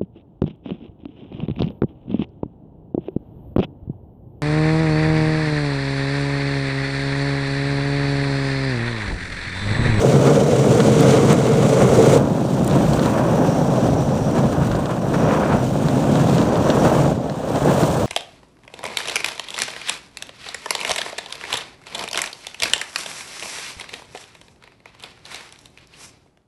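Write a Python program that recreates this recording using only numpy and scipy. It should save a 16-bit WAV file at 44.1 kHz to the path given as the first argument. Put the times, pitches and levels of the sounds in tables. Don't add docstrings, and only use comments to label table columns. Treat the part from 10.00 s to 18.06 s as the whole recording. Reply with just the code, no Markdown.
import sys
import numpy as np
from scipy import signal
from scipy.fft import rfft, irfft
from scipy.io import wavfile

SR = 44100
rng = np.random.default_rng(int(sys.argv[2]) if len(sys.argv) > 2 else 0)


def rack_gain(trim_db):
    fader = np.asarray(trim_db, float)
    return 10 ** (fader / 20)


def materialize(psi):
    bounded = np.clip(np.atleast_2d(psi).T, -1, 1)
    quanta = np.round(bounded * 32767).astype(np.int16)
    wavfile.write(sys.argv[1], SR, quanta)


N = 355446
TIME_S = np.arange(N) / SR
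UNDER_DECK = TIME_S < 2.179

# f/Hz, width/Hz, level/dB
DECK_RING_UNDER = [(132.6, 21, -2), (147.6, 25.6, -3), (211.7, 43, -9), (235, 18, -5.5), (299, 150, -10)]
# f/Hz, width/Hz, level/dB
DECK_RING_BESIDE = [(131.6, 39.5, -2.5), (159.8, 67, -1), (204, 86, -3.5), (300, 100, -10.5)]
# f/Hz, width/Hz, level/dB
TRUCK_RING_UNDER = [(375, 38.5, -3.5), (449.5, 47, -2), (547, 75, -5), (710, 120, -11.5), (816, 190, -15.5)]
# f/Hz, width/Hz, level/dB
TRUCK_RING_BESIDE = [(418, 190, -4.5), (548, 150, 2), (691, 383, -5.5)]


def rms_one(x):
    return x / np.sqrt(np.mean(x ** 2) + 1e-20)


def in_time(rows):
    s, *columns = np.transpose(rows)
    return [np.interp(TIME_S, s, c) for c in columns]


def at_hz(points, hz):
    f, db = np.transpose(points)
    return np.interp(np.log(hz), np.log(f), db)


def drift(rate_hz):
    r = np.exp(-80 * np.pi * rate_hz / SR)
    noise = rng.standard_normal(N // 40 + 2002)
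    slow = signal.lfilter([1], [1, -2 * r, r * r], noise)[2000:]
    return np.interp(np.arange(N) / 40, np.arange(len(slow)), rms_one(slow))


def band(x, low_hz, high_hz):
    sos = signal.butter(2, [low_hz, min(high_hz, 19000)], "band", fs=SR, output="sos")
    return signal.sosfilt(sos, x)


def resonance(x, hz, width_hz):
    r = np.exp(-np.pi * width_hz / SR)
    gain = (1 - r * r) / 2
    return signal.lfilter(np.array([1, 0, -1]) * gain, [1, -2 * r * np.cos(2 * np.pi * hz / SR), r * r], x)


def body(push, modes):
    total = 0
    for k, (hz, width_hz, db) in enumerate(modes):
        total = total + (-1) ** k * rack_gain(db) * resonance(push, hz, width_hz)
    return total


def stones(per_s, spread_db):
    sizes = rack_gain(spread_db * np.minimum(rng.exponential(1, N), 5))
    signs = rng.choice([-1, 1], N)
    hits = rng.random(N) < per_s / SR
    return rms_one(sizes * signs * hits)


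def by_mount(under, beside):
    return np.where(UNDER_DECK, rms_one(under), rms_one(beside))


def mount_db(under_db, beside_db):
    return np.where(UNDER_DECK, under_db, beside_db)


def board(flex_db, truck_db, scrape_db, coarse):
    # f/Hz, width/Hz, level/dB
    scrape_under = [(840, 270, 3), (1204, 236, 3), (1400, 127, 3), (2210, 300, -8)]
    # f/Hz, width/Hz, level/dB
    scrape_beside = [(945, 114, 13.5), (1306, 750, 3)]
    road = stones(2200.0, 2.95) * rack_gain(0.5 * coarse)
    low = band(road, 65.0, 305.0)
    mid = band(road, 244.0, 988.0)
    fine_contacts = 3.7 * stones(2500.0, 2.8)
    high = band(road + fine_contacts, 715.0, 4200.0) * rack_gain(1.4 * drift(46.0))
    flex = by_mount(body(low, DECK_RING_UNDER), body(low, DECK_RING_BESIDE))
    truck = by_mount(body(mid, TRUCK_RING_UNDER), body(mid, TRUCK_RING_BESIDE))
    scrape = by_mount(body(high, scrape_under), body(high, scrape_beside))
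    rasp = rms_one(band(high, 1570.0, 2430.0)) * ~UNDER_DECK
    rasp_db = -39.0 + 1.26 * (scrape_db + 34.0)
    ringing = rack_gain(flex_db) * flex + rack_gain(truck_db) * truck
    return ringing + rack_gain(scrape_db + 3.0) * scrape + rack_gain(rasp_db) * rasp


def grit(hiss_db, bright_db, coarse):
    # f/Hz, level/dB
    colour_under = [(1200, -4), (1900, -9.5), (3300, -6), (4300, -9), (5000, -12), (6500, -3), (9000, -3.5),
                    (10500, -1.5), (12500, -11.5), (15000, -17)]
    # f/Hz, level/dB
    colour_beside = [(1200, -27), (2000, -13), (3500, -10.5), (4400, -13), (5100, -14.5), (6200, -10.5),
                     (9000, -8.5), (10500, -8), (12500, -13), (15000, -21)]
    under, beside = 0, 0
    edges_hz = 1400 * 2 ** np.arange(0, 3.7, 1 / 4)
    grains = [stones(14000.0, 3.35) for _ in range(2)]
    shake_db = 0.6 * coarse + 1.3 * drift(45.0)
    for k, (low, high) in enumerate(zip(edges_hz, edges_hz[1:])):
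        hz = np.sqrt(low * high)
        tilt_db = bright_db * np.clip(np.log2(hz / 5140.0), 0, 2)
        hiss = band(grains[k % 2], low, high) * rack_gain(tilt_db + 0.54 * drift(4.7))
        under = under + hiss * rack_gain(at_hz(colour_under, hz))
        beside = beside + hiss * rack_gain(at_hz(colour_beside, hz))
    return rack_gain(hiss_db + 5.0 + shake_db) * by_mount(under, beside)


def bumps():
    # t/s, peak level/dB, push (1 up, -1 down)
    bump_list = [(0.0408, -3.1, 1), (0.14, -1.7, -1), (0.3786, -2.8, 1), (0.5973, -3.0, -1),
                 (1.1363, -1.6, -1), (1.4093, -4.1, -1), (2.0043, -0.5, 1), (2.1389, -1.1, -1),
                 (2.3063, -8.3, -1), (2.3958, -8.3, -1), (2.6105, -3.0, -1), (3.0598, -4.3, -1),
                 (3.2832, -3.2, -1), (3.7784, -6.0, -1), (3.8867, -5.1, 1), (3.9335, -5.8, -1),
                 (4.3603, -5.5, 1), (4.6169, -6.3, 1), (5.7626, -7.2, -1), (5.8234, -6.6, -1),
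                 (6.3317, -4.7, 1), (6.4169, -5.6, -1), (6.8702, -2.4, 1), (6.9221, -2.8, -1),
                 (7.0308, -3.5, 1), (7.1771, -8.2, -1), (7.6197, -4.0, -1), (7.6581, -3.7, -1),
                 (7.7191, -3.5, -1), (7.8362, -5.1, 1)]
    push = np.full(N, 1e-18)
    for s, peak_db, direction in bump_list:
        push[round(s * SR)] = rack_gain(peak_db - 3.0) * np.sign(direction)
    push = np.convolve(push, np.hanning(72))[:N]
    push = signal.sosfilt(signal.butter(2, 110.0, "high", fs=SR, output="sos"), push)
    ring_under = body(push, [*DECK_RING_UNDER, *TRUCK_RING_UNDER])
    ring_beside = body(push, [*DECK_RING_BESIDE, *TRUCK_RING_BESIDE])
    return push + rack_gain(-1.5) * np.where(UNDER_DECK, ring_under, ring_beside)


def ticks():
    # t/s, knock level/dB, crack level/dB
    tick_list = [(0.0844, -35, -33), (0.13, -19, -29), (0.68, -32, -29), (0.8034, -7, -32),
                 (0.855, -20, -34), (1.0076, -18, -13), (1.0644, -36, -29), (1.297, -29, -26),
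                 (1.329, -17, -16), (1.9494, -35, -30), (2.646, -38, -19), (2.6773, -23, -13.5),
                 (2.7115, -16, -36), (2.934, -14, -32), (2.9944, -14, -30), (3.059, -16, -32),
                 (4.716, -16, -41), (4.753, -20, -41), (4.8573, -18, -56), (5.8856, -13.5, -41),
                 (6.1554, -16, -37), (6.382, -14, -42), (6.416, -16, -44), (6.5566, -16, -37),
                 (6.7017, -8, -34), (7.298, -20, -43), (7.5587, -18, -37), (7.715, -24, -33),
                 (7.834, -13, -30), (7.902, -20, -35)]
    length = 900
    out, t = np.zeros(N + length), np.arange(length) / SR
    for s, knock_db, crack_db in tick_list:
        noise = rng.standard_normal(length)
        burst = (noise + 4 * (t == 0)) * np.exp(-t / 0.0011)
        rattle = burst + rack_gain(-14) * noise * np.exp(-t / 0.0075)
        layers = [
            (knock_db - 4.0, band(rattle, 600.0, 2200.0)),
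            (knock_db - 5.0, band(rattle, 2200.0, 4300.0)),
            (crack_db + 8.5, band(np.gradient(burst), 7600.0, 11000.0)),
            (crack_db - 2.0, band(burst, 12000.0, 16000.0)),
        ]
        at = round(s * SR)
        for db, part in layers:
            out[at:at + length] += rack_gain(db) * part / np.abs(part).max()
    return out[:N]


def whine():
    # t/s, level/dB
    bearing_level = [(0.03, -47), (1.0, -46), (2.2, -57), (3.1, -49), (3.4, -43.5), (4.4, -46.5),
                     (4.9, -61), (5.2, -46), (6.2, -62), (6.8, -42), (7.2, -63), (8.04, -58)]
    whine_db, = in_time(bearing_level)
    tone = rng.standard_normal(N) * rack_gain(2.2 * drift(25.0))
    for _ in range(2):
        tone = resonance(tone, 5800, 700)
    return rack_gain(whine_db) * rms_one(tone)


def wind():
    # t/s, level/dB
    air_level = [(0.06, -53), (0.88, -50), (1.0, -36), (1.66, -40), (2.21, -29), (2.39, -48), (2.79, -30),
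                 (3.75, -37), (3.93, -29), (4.55, -32), (4.7, -22.5), (4.99, -45), (5.13, -31), (5.66, -31),
                 (6.15, -35), (7.15, -30), (7.35, -43), (8.04, -29)]
    wind_db, = in_time(air_level)
    lumps = band(rng.standard_normal(N), 53.0, 210.0) * rack_gain(0.33 * drift(12.0))
    return rack_gain(wind_db + 3.0) * rms_one(lumps)


def patches():
    # centre t/s, length/s, deck/dB, tread/dB
    patch_list = [(0.042, 0.11, -5.5, -2), (0.2, .2, 0, 0.5), (0.29, 0.15, 0, 2.5),
                  (0.45, 0.21, -1.5, -1.5), (0.806, 0.035, 1.5, 2), (0.87, 0.11, 4.5, 0),
                  (1.017, 0.12, 6.5, 4.5), (1.134, 0.22, 1, 7.5), (1.25, .08, 2.5, 3),
                  (1.313, 0.084, 5, 9.5), (1.594, 0.2, 1.5, 0.3), (1.826, 0.087, 4.5, 3),
                  (2.145, 0.043, 2, 1.5),
                  (2.52, 0.35, -2, 0.5), (2.76, 0.17, 4, 3), (3.06, 0.1, 2, 3), (3.17, 0.11, -3.5, 2.5),
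                     (3.42, 0.084, 4, 0), (3.65, 0.062, -5, -4), (3.7, 0.047, 2, 1), (4.05, 0.052, -10, -3),
                     (4.385, 0.094, 9.5, 8), (4.456, .07, 11, 4), (4.53, 0.036, 6, 6), (4.63, 0.11, 2, 2.5),
                     (4.73, 0.046, -11, 4), (4.92, 0.055, 0.1, 3), (5.01, 0.2, 4, 0),
                     (5.15, 0.041, -2.5, 8), (5.33, 0.12, -1.5, 4), (5.43, 0.079, 0, 3),
                     (5.53, 0.066, 4, 5), (5.87, 0.083, 1.5, 1.5), (6.5, 0.13, -2, -1.5),
                     (6.7, 0.035, 4, 2), (6.86, 0.059, 4.5, 7), (7.0, 0.28, 4, 4), (7.152, 0.056, -4, 2),
                     (7.3, 0.026, -1.5, 2), (7.56, 0.056, 7.5, 4), (7.598, 0.035, -16, -2),
                     (7.69, .1, 8, 1.5), (7.835, 0.037, 9, 0)]
    out = np.zeros((2, N))
    for s, length_s, *db in patch_list:
        passed = (TIME_S - s) / max(length_s, 0.01) + 0.47
        rise, fall = passed / 0.32, (1 - passed) / 0.54
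        out += np.outer(db, np.clip(np.minimum(rise, fall), 0, 1))
    return out


def seam():
    since_s = TIME_S - 7.131
    return -4 * (since_s > 0) * np.exp(-np.abs(since_s) / 0.26)


def scene():
    # t/s, level/dB
    road_level = [(0.03, 2), (0.62, -0.5), (0.74, 1.5), (1.33, -2), (1.38, -3), (2.17, 2.5), (2.25, -1.5),
                  (2.77, 0.5), (3.85, 0.5), (4.1, -3), (5.0, -6.5), (5.2, 0), (5.72, -4), (6.2, 0.5),
                  (7.12, -0.5), (7.42, -8.5), (7.66, -1), (8.04, -3)]
    # t/s, level/dB
    carve_level = [(1.1, -1), (2.17, 2), (2.25, -3), (2.5, -7.5), (2.77, 0.5), (3.3, 3.5), (3.65, -2.5),
                   (4.15, -2), (4.9, 3), (5.05, -1.5), (5.3, 7), (5.54, 7), (5.72, -4), (6.0, 1), (6.92, 4),
                   (7.15, -5.5), (7.7, 6), (8.04, 1.5)]
    # t/s, amount/dB, fineness/dB
    dust_level = [(0.03, -1, -2.5), (1.15, 0, -2.5), (1.5, -0.5, -2.5), (2.17, 1, 0.5), (2.25, -2, -1),
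                  (2.7, 0, 0.5), (3.05, 3.5, 0), (3.15, -2.5, 2), (3.85, 0.5, -1.5), (4.8, -0.5, 1),
                  (5.0, -2, 0), (5.7, 0, 0.5), (6.35, 5, -1.5), (6.5, 0.5, -2), (6.95, 3, 2),
                  (7.2, -1.5, -3.5), (7.82, 7, 2.5), (8.04, 3, 2)]
    # t/s, level/dB
    stance_level = [
        (0.2, -0.5),
        (0.85, 0),
        (1.3, 1.5),
        (2.0, -1),
        (2.9, 1.4),
        (3.55, -1.5),
        (4.8, 0.2),
        (6.3, 0.7),
        (6.97, -2),
    ]
    (road_db,), (carve_db,), (stance_db,) = in_time(road_level), in_time(carve_level), in_time(stance_level)
    dust_db, fine_db = in_time(dust_level)
    deck_db, tread_db = patches()
    seam_db = seam()
    road_db = road_db + seam_db
    tread_db = tread_db + seam_db

    flex_db = mount_db(-17, -19.5) + road_db + deck_db + stance_db
    truck_db = mount_db(-18, -23.5) + 0.9 * road_db + 0.37 * carve_db
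    truck_db = truck_db + 0.25 * tread_db + 0.44 * deck_db - stance_db
    scrape_db = mount_db(-34.5, -37.5) + 0.56 * road_db + carve_db + tread_db
    hiss_db = mount_db(-33, -41.5) + 0.55 * road_db + dust_db + 0.65 * tread_db
    bright_db = fine_db - 0.2 * tread_db

    coarse = drift(58.0)
    rolling = board(flex_db, truck_db, scrape_db, coarse) + grit(hiss_db, bright_db, coarse)
    ride = rolling + bumps() + ticks()
    return (ride + whine() + wind())[None]


def band_limit(x):
    return signal.sosfilt(signal.butter(12, 15320, fs=SR, output="sos"), x)


def record(dry):
    hz = np.arange(N // 2 + 1) * SR / N
    rounded = 1.4 * np.tanh(dry / 1.142)
    openings = np.abs(np.cos(np.pi / 2 * hz / 11240)) ** 0.99 + 0.0005
    top_cut = np.where(hz < 15290, 1, 0.001)
    mix = irfft(rfft(rounded) * openings * top_cut, N)
    return band_limit(mix)


dry = scene()
out = record(dry)
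materialize(out)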